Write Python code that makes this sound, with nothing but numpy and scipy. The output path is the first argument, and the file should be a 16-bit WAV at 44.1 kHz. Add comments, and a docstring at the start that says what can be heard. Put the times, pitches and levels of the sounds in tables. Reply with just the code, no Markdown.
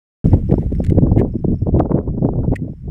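"""At the edge of a farm field, gusty wind blows on a camera microphone.
Swirls of air (eddies) tumble over its opening: hard buffets that just overload it,
a restless flutter, small pops and a low rumble. The camera body clicks and creaks in the hand.
A cricket chirps faintly in the grass by rubbing its wings, over far crickets and a soft hiss."""
import sys
import numpy as np
from scipy import signal
from scipy.fft import rfft, irfft
from scipy.io import wavfile
from scipy.ndimage import uniform_filter1d

SR = 44100
rng = np.random.default_rng(int(sys.argv[2]) if len(sys.argv) > 2 else 0)


def log_audio(samples):
    """Write samples as a 16-bit WAV file to the path given in sys.argv[1]."""
    # one column per channel
    frames = np.atleast_2d(samples).T
    # limit to full scale, then quantise
    limited = np.clip(frames, -1, 1)
    pcm = np.round(limited * 32767).astype(np.int16)
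    wavfile.write(sys.argv[1], SR, pcm)


N = 127890
TIME = np.arange(N) / SR

# hard shoves of wind: peak t/s, length/s, level/dB, roll-off f/Hz (higher is brighter)
BUFFETS = [(0.259, 0.015, -8, 242), (0.336, 0.036, -11, 268.5), (0.36, 0.095, -19.5, 186),
           (0.499, 0.016, -14.5, 232), (0.523, 0.022, -7.5, 258), (0.542, 0.0088, -7, 360),
           (0.584, 0.011, -11, 332), (0.724, 0.017, -15.5, 310), (0.803, 0.018, -13, 217),
           (0.899, 0.045, -17.5, 190), (0.924, 0.012, -6, 210), (0.98, 0.024, -8.5, 297),
           (1.036, 0.04, -10, 268), (1.075, 0.037, -19.5, 372), (1.122, 0.021, -8.5, 310),
           (1.173, 0.034, -10.5, 300), (1.194, 0.033, -11, 256), (1.231, 0.094, -15.5, 356),
           (1.359, 0.027, -14.5, 230), (1.45, 0.022, -11.5, 244.5), (1.489, 0.026, -12, 257),
           (1.515, 0.025, -12, 267), (1.627, 0.024, -12.5, 186.5), (1.67, 0.024, -15.5, 261),
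           (1.688, 0.025, -13, 260), (1.749, 0.045, -13.5, 270), (1.775, 0.035, -10.5, 334),
           (1.8, 0.036, -11.5, 444), (1.826, 0.096, -21.5, 376), (1.858, 0.034, -22.5, 419),
           (1.912, 0.038, -14.5, 394), (1.95, 0.045, -10.5, 327), (1.988, 0.06, -17.5, 475),
           (2.081, 0.04, -23.5, 294), (2.181, 0.017, -18, 350), (2.225, 0.026, -14, 285),
           (2.253, 0.04, -11.5, 321), (2.287, 0.035, -17, 283), (2.337, 0.011, -21.5, 310),
           (2.389, 0.041, -19.5, 302), (2.449, 0.0094, -27, 413), (2.484, 0.015, -10, 190),
           (2.526, 0.035, -14.5, 354), (2.624, 0.077, -21, 202), (2.705, 0.072, -25, 185)]
# airflow between the buffets: t/s, level/dB, roll-off f/Hz
AIRFLOW = [(0.24, -16.5, 170), (0.39, -26.5, 280), (0.43, -19.5, 120), (0.6, -18.5, 170), (0.7, -28, 160),
           (0.8, -22.5, 170), (0.87, -29.5, 190), (1.0, -16, 180), (1.25, -27.5, 190), (1.32, -31, 150),
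           (1.39, -21.5, 180), (1.43, -36, 160), (1.53, -10.5, 180), (1.6, -38, 120), (1.75, -19.5, 190),
           (1.89, -30, 240), (2.04, -29.5, 230), (2.14, -24.5, 220), (2.2, -24.5, 160), (2.3, -24, 210),
           (2.5, -20, 210), (2.58, -50, 190), (2.66, -24.5, 210), (2.78, -56.5, 140), (2.84, -39.5, 140),
           (2.9, -22, 220)]
# cracks on the hardest buffets: t/s, peak level/dB, roll-off f/Hz
CRACKS = [(.335, -20.5, 1300), (.522, -24.5, 1300), (.543, -21, 300), (.982, -44, 387), (1.796, -18, 870),
          (1.918, -11, 245), (1.978, -23.5, 272), (1.989, -15, 250), (2.182, -30, 200), (2.25, -18.5, 220)]
# air rumbling round the whole camera: t/s, level/dB
RUMBLE_LEVELS = [(.25, -12.5), (.4, -21), (.6, -24), (.8, -17.5), (.95, -24.5), (1.12, -14), (1.25, -21),
                 (1.4, -26.5), (1.52, -20.5), (1.6, -28), (1.76, -17), (1.9, -27), (2.17, -25.5),
                 (2.25, -21.5), (2.5, -19.5), (2.57, -29), (2.7, -35), (2.8, -34.5), (2.9, -20)]
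# the rumble's tone colour, or how strong each pitch is: f/Hz, level/dB
RUMBLE_COLOUR = [(10, -24.5), (22, -7), (40, -5.5), (62, -1), (95, -3.5), (135, -9), (185, -11),
                 (270, -27.5), (600, -86.5), (2000, -150)]
# big swirls that thump: peak t/s, level/dB
THUMPS = [(.337, -7.5), (.67, -16.5), (.9, -12), (.984, -11.5), (1.748, -13.5), (2.098, -17.5),
          (2.508, -16)]
# clicks of the camera body: t/s, level/dB, fade time/s
CLICKS = [(0.335, -44.5, .005), (0.52, -55, 0.0038), (0.724, -47, 0.0019), (0.75, -49.5, 0.0051),
          (0.8406, -31, 0.0012), (0.847, -33, 0.0023), (0.865, -36.5, 0.0037), (.898, -34, 0.0035),
          (1.191, -42.5, 0.0052), (1.198, -47, 0.0054), (1.794, -43.5, .003), (2.556, -38.5, 0.0059),
          (2.559, -35.5, 0.0023)]
# their tone colour: f/Hz, level/dB
CLICK_COLOUR = [(500, -33.5), (1300, -7), (2000, 11.5), (3000, 0), (4000, -4), (4900, -9.5), (7000, -6.5),
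                (9500, -6.5), (12000, -18), (16000, -27)]
# creaks under the grip: peak t/s, level/dB, length/s
CREAKS = [(0.334, -47.5, .045), (0.513, -42, 0.01), (0.621, -57, 0.049), (1.195, -39, 0.05),
          (2.541, -55, 0.035), (2.563, -27, 0.01)]
# their tone colour: f/Hz, level/dB
CREAK_COLOUR = [(700, -32), (1400, -27), (1750, 4), (2050, 4.5), (2500, -6.5), (3500, -19.5), (5000, -30),
                (16000, -33)]
# notes the casing rings at: f/Hz, gain/dB, time to fade by 60 dB/s
CASING_NOTES = [(2024, -50.5, 0.061), (2810, -61, .12)]
# cricket chirps: first stroke t/s, number of wing strokes, level/dB
CHIRPS = [(0.274, 3, -59.5), (0.487, 4, -63), (.759, 4, -62), (1.072, 3, -69), (1.326, 3, -68),
          (1.556, 3, -65.5), (1.837, 3, -78.5), (2.173, 4, -74.5), (2.446, 3, -73.5), (2.703, 4, -78)]
# tone colour of the far crickets: f/Hz, level/dB
CHORUS_COLOUR = [(4300, -40), (5000, -8), (5250, 2.5), (5500, -6.5), (6000, -37.5)]
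# hiss of the field: t/s, level/dB
HISS_LEVELS = [(.24, -50.5), (.33, -56.5), (.42, -63), (.61, -58), (.68, -64), (.8, -60.5), (1.0, -66),
               (1.3, -69.5), (1.65, -71), (1.85, -75), (2.15, -77), (2.5, -74.5), (2.9, -71.5)]
# its tone colour: f/Hz, level/dB
HISS_COLOUR = [(100, -10.5), (700, 3), (1400, 0), (2200, 0.5), (3400, -7), (4600, -12.5), (7000, -11.5),
               (9500, -12.5), (12000, -19.5), (16000, -18)]


def eddy(length_s, db, roll_off_hz, low_cut_hz=102, waver_depth=0.18, waver_hz=110):
    """One swirl crosses the opening: a pressure wobble, louder and brighter when it speeds up."""
    t = (np.arange(2 ** 13) - 2 ** 12) / SR
    opening = lambda f: np.exp(-(f / roll_off_hz) ** 1.454) * f ** 2 / (f ** 2 + low_cut_hz ** 2)
    stir, waver = rng.standard_normal((2, len(t)))
    speed = np.exp(waver_depth * unit_power(filtered(waver, lambda f: np.exp(-(f / waver_hz) ** 2))))
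    pressure = steadied(filtered(stir, opening), window_s=0.016)
    wobble = np.interp(np.cumsum(speed), np.arange(len(t)), pressure)  # read at the wavering speed
    envelope = np.exp(-(np.pi * t / length_s) ** 2)
    return from_db(db) * unit_power(wobble * speed * envelope) * np.sqrt(np.mean(envelope ** 2))


def buffets(boost_db=2):
    """Strong eddies hit the microphone one by one."""
    out = np.zeros(N)
    for s, length_s, db, roll_off_hz in BUFFETS:
        add_centred(out, s, eddy(length_s, db + boost_db, roll_off_hz))
    return out


def flutter(per_s=70, length_s=0.035, trim_db=-1, spread_db=2.5, spread_octaves=0.33):
    """A stream of small eddies whose strength and brightness follow the airflow."""
    out = np.zeros(N)
    for k, (late, louder, brighter) in enumerate(rng.standard_normal((int(per_s * N / SR), 3))):
        s = (k + 0.14 * late) / per_s
        db = curve(AIRFLOW, s) + trim_db + spread_db * louder
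        roll_off_hz = curve(AIRFLOW, s, column=2) * 2 ** (spread_octaves * brighter)
        add_centred(out, s, eddy(length_s, db, roll_off_hz))
    return out


def spike(roll_off_hz, steepness, low_cut_hz=487):
    """A sudden kink in the air pressure, of height 1."""
    band = lambda f: f ** 2 / (f ** 2 + low_cut_hz ** 2) * np.exp(-(f / roll_off_hz) ** steepness)
    kink = filtered(signal.unit_impulse(2 ** 10, "mid"), band)
    return kink / kink.max()


def cracks():
    """Single sharp kinks at the crests of the hardest buffets."""
    out = np.zeros(N)
    for s, db, roll_off_hz in CRACKS:
        add_centred(out, s, from_db(db) * spike(roll_off_hz, steepness=0.81))
    return out


def sputter(wind, per_s=97, boost_db=6, spread_db=2.5, above_hz=700):
    """Air tears off the opening in uneven little pops, sized by the wind's middle pitches."""
    middle = filtered(wind, lambda f: f ** 4 / (f ** 4 + above_hz ** 4))
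    strength = np.sqrt(np.abs(uniform_filter1d(middle ** 2, size=700)))
    out, pop = np.zeros(N), spike(roll_off_hz=400, steepness=1.234)
    for k, (late, louder, sign) in enumerate(rng.standard_normal((int(per_s * N / SR), 3))):
        s = (k + late / 2) / per_s
        height = np.interp(s, TIME, strength) * from_db(boost_db + spread_db * louder)
        add_centred(out, s, np.sign(sign) * height * pop)
    return out


def rumble(trim_db=-0.5):
    """Large slow swirls roll round the camera, now and then with a thump."""
    rolling = from_db(curve(RUMBLE_LEVELS, TIME) + trim_db)
    thumps = sum(from_db(db) * swell(TIME - s, length_s=0.045) for s, db in THUMPS)
    return (rolling + thumps) * steadied(noise(RUMBLE_COLOUR), window_s=0.019)


def handling():
    """Plastic clicks and creaks in the hand, which sets the casing ringing."""
    clicks = sum(from_db(db) * (TIME >= s) * np.exp(-np.abs(TIME - s) / fade) for s, db, fade in CLICKS)
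    creaks = sum(from_db(db) * swell(TIME - s, length_s) for s, db, length_s in CREAKS)
    contact = clicks * noise(CLICK_COLOUR) + creaks * steadied(noise(CREAK_COLOUR), window_s=0.0014)
    out = contact
    for hz, db, ring_s in CASING_NOTES:
        decay, turn = from_db(-60 / (ring_s * SR)), 2 * np.pi * hz / SR  # both per sample
        feedback = decay * np.cos(turn)
        ring = signal.lfilter([1, -feedback], [1, -2 * feedback, decay ** 2], contact + 1e-18)
        out = out + from_db(db) * ring
    return out


def cricket(pitch_hz=5455, droop_hz_per_s=36000, roughness=0.4, step_s=0.034, lead_in_db=-11.5):
    """Each chirp is a few wing strokes, each a whistle that holds its pitch and then droops."""
    out, t = np.zeros(N), np.arange(-2 ** 10, 2 ** 10) / SR
    cycles = pitch_hz * t - droop_hz_per_s * np.maximum(t + 0.004, 0) ** 2 / 2
    for s, strokes, db in CHIRPS:
        for k in range(-1, int(round(strokes))):  # stroke -1 is a soft lead-in
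            rasp = unit_power(filtered(rng.standard_normal(len(t)), lambda f: np.exp(-f / 300)))
            whistle = np.sqrt(2) * np.sin(2 * np.pi * (cycles + rng.random()) + roughness * rasp)
            gain = from_db(db + lead_in_db * (k < 0))
            add_centred(out, s + k * step_s, gain * swell(t, length_s=0.021) * whistle)
    return out


def scattered(sound, echo_db=-11, fade_s=0.25):
    """A sound plus its faint, blurred echo from the crops."""
    t = np.arange(SR // 4) / SR
    tail = rng.standard_normal(len(t)) * from_db(-60 * t / fade_s)
    return sound + from_db(echo_db) * signal.fftconvolve(sound, tail / np.linalg.norm(tail))[:N]


def field_hiss():
    """The field hisses softly, its level drifting."""
    return from_db(curve(HISS_LEVELS, TIME)) * noise(HISS_COLOUR)


def far_crickets(db=-88):
    """Many far crickets merge into a faint twitter."""
    return from_db(db) * noise(CHORUS_COLOUR)


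def from_db(db):
    """Turn decibels into a number to multiply by."""
    return 10 ** (np.asarray(db) / 20)


def unit_power(x):
    """Scale a sound to an average power of 1."""
    return x / np.sqrt(np.mean(x ** 2) + 1e-20)


def curve(rows, s, column=1):
    """Read a table at times s, joining its rows with straight lines."""
    rows = np.array(rows)
    return np.interp(s, rows[:, 0], rows[:, column])


def filtered(x, gain):
    """Turn each frequency f up or down by gain(f)."""
    hz = np.maximum(np.fft.rfftfreq(len(x), 1 / SR), 1)
    return irfft(rfft(x) * gain(hz), len(x))


def noise(colour):
    """Noise of power 1 with the given tone colour."""
    hz, db = np.transpose(colour)
    gain = lambda f: from_db(np.interp(np.log(f), np.log(hz), db))
    return unit_power(filtered(rng.standard_normal(N), gain))


def steadied(x, window_s):
    """Take the slow chance swings out of a noise's level."""
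    size = max(int(window_s * SR), 8)
    return x / np.sqrt(uniform_filter1d(uniform_filter1d(x ** 2, size), size) + 1e-12)


def swell(t, length_s):
    """A smooth rise and fall centred on t = 0."""
    return np.maximum(np.cos(np.pi * np.clip(t / length_s, -.5, .5)), 0) ** 1.5


def add_centred(out, s, x):
    """Mix x into out with its middle at time s."""
    at = int(s * SR) - len(x) // 2 + np.arange(len(x))
    inside = (at >= 0) & (at < N)
    out[at[inside]] += x[inside]


def scene():
    """Wind and handling over the quiet field, in one channel."""
    field = field_hiss() + scattered(cricket()) + far_crickets()
    wind = buffets() + flutter()
    return (field + handling() + rumble() + wind + sputter(wind) + cracks())[None]


def record(dry, start_s=0.243, ceiling=0.99, cutoff_hz=15800):
    """The sound switches on abruptly, the hardest buffets overload, the highest treble is cut."""
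    live = dry * np.clip((TIME - start_s) * 1000, 0, 1)  # 1 ms fade-in
    squashed = live / (1 + (live / ceiling) ** 8) ** (1 / 8)
    treble_cut = signal.ellip(10, .1, 80, cutoff_hz, fs=SR, output="sos")
    return signal.sosfilt(treble_cut, squashed)


dry = scene()
out = record(dry)
log_audio(out)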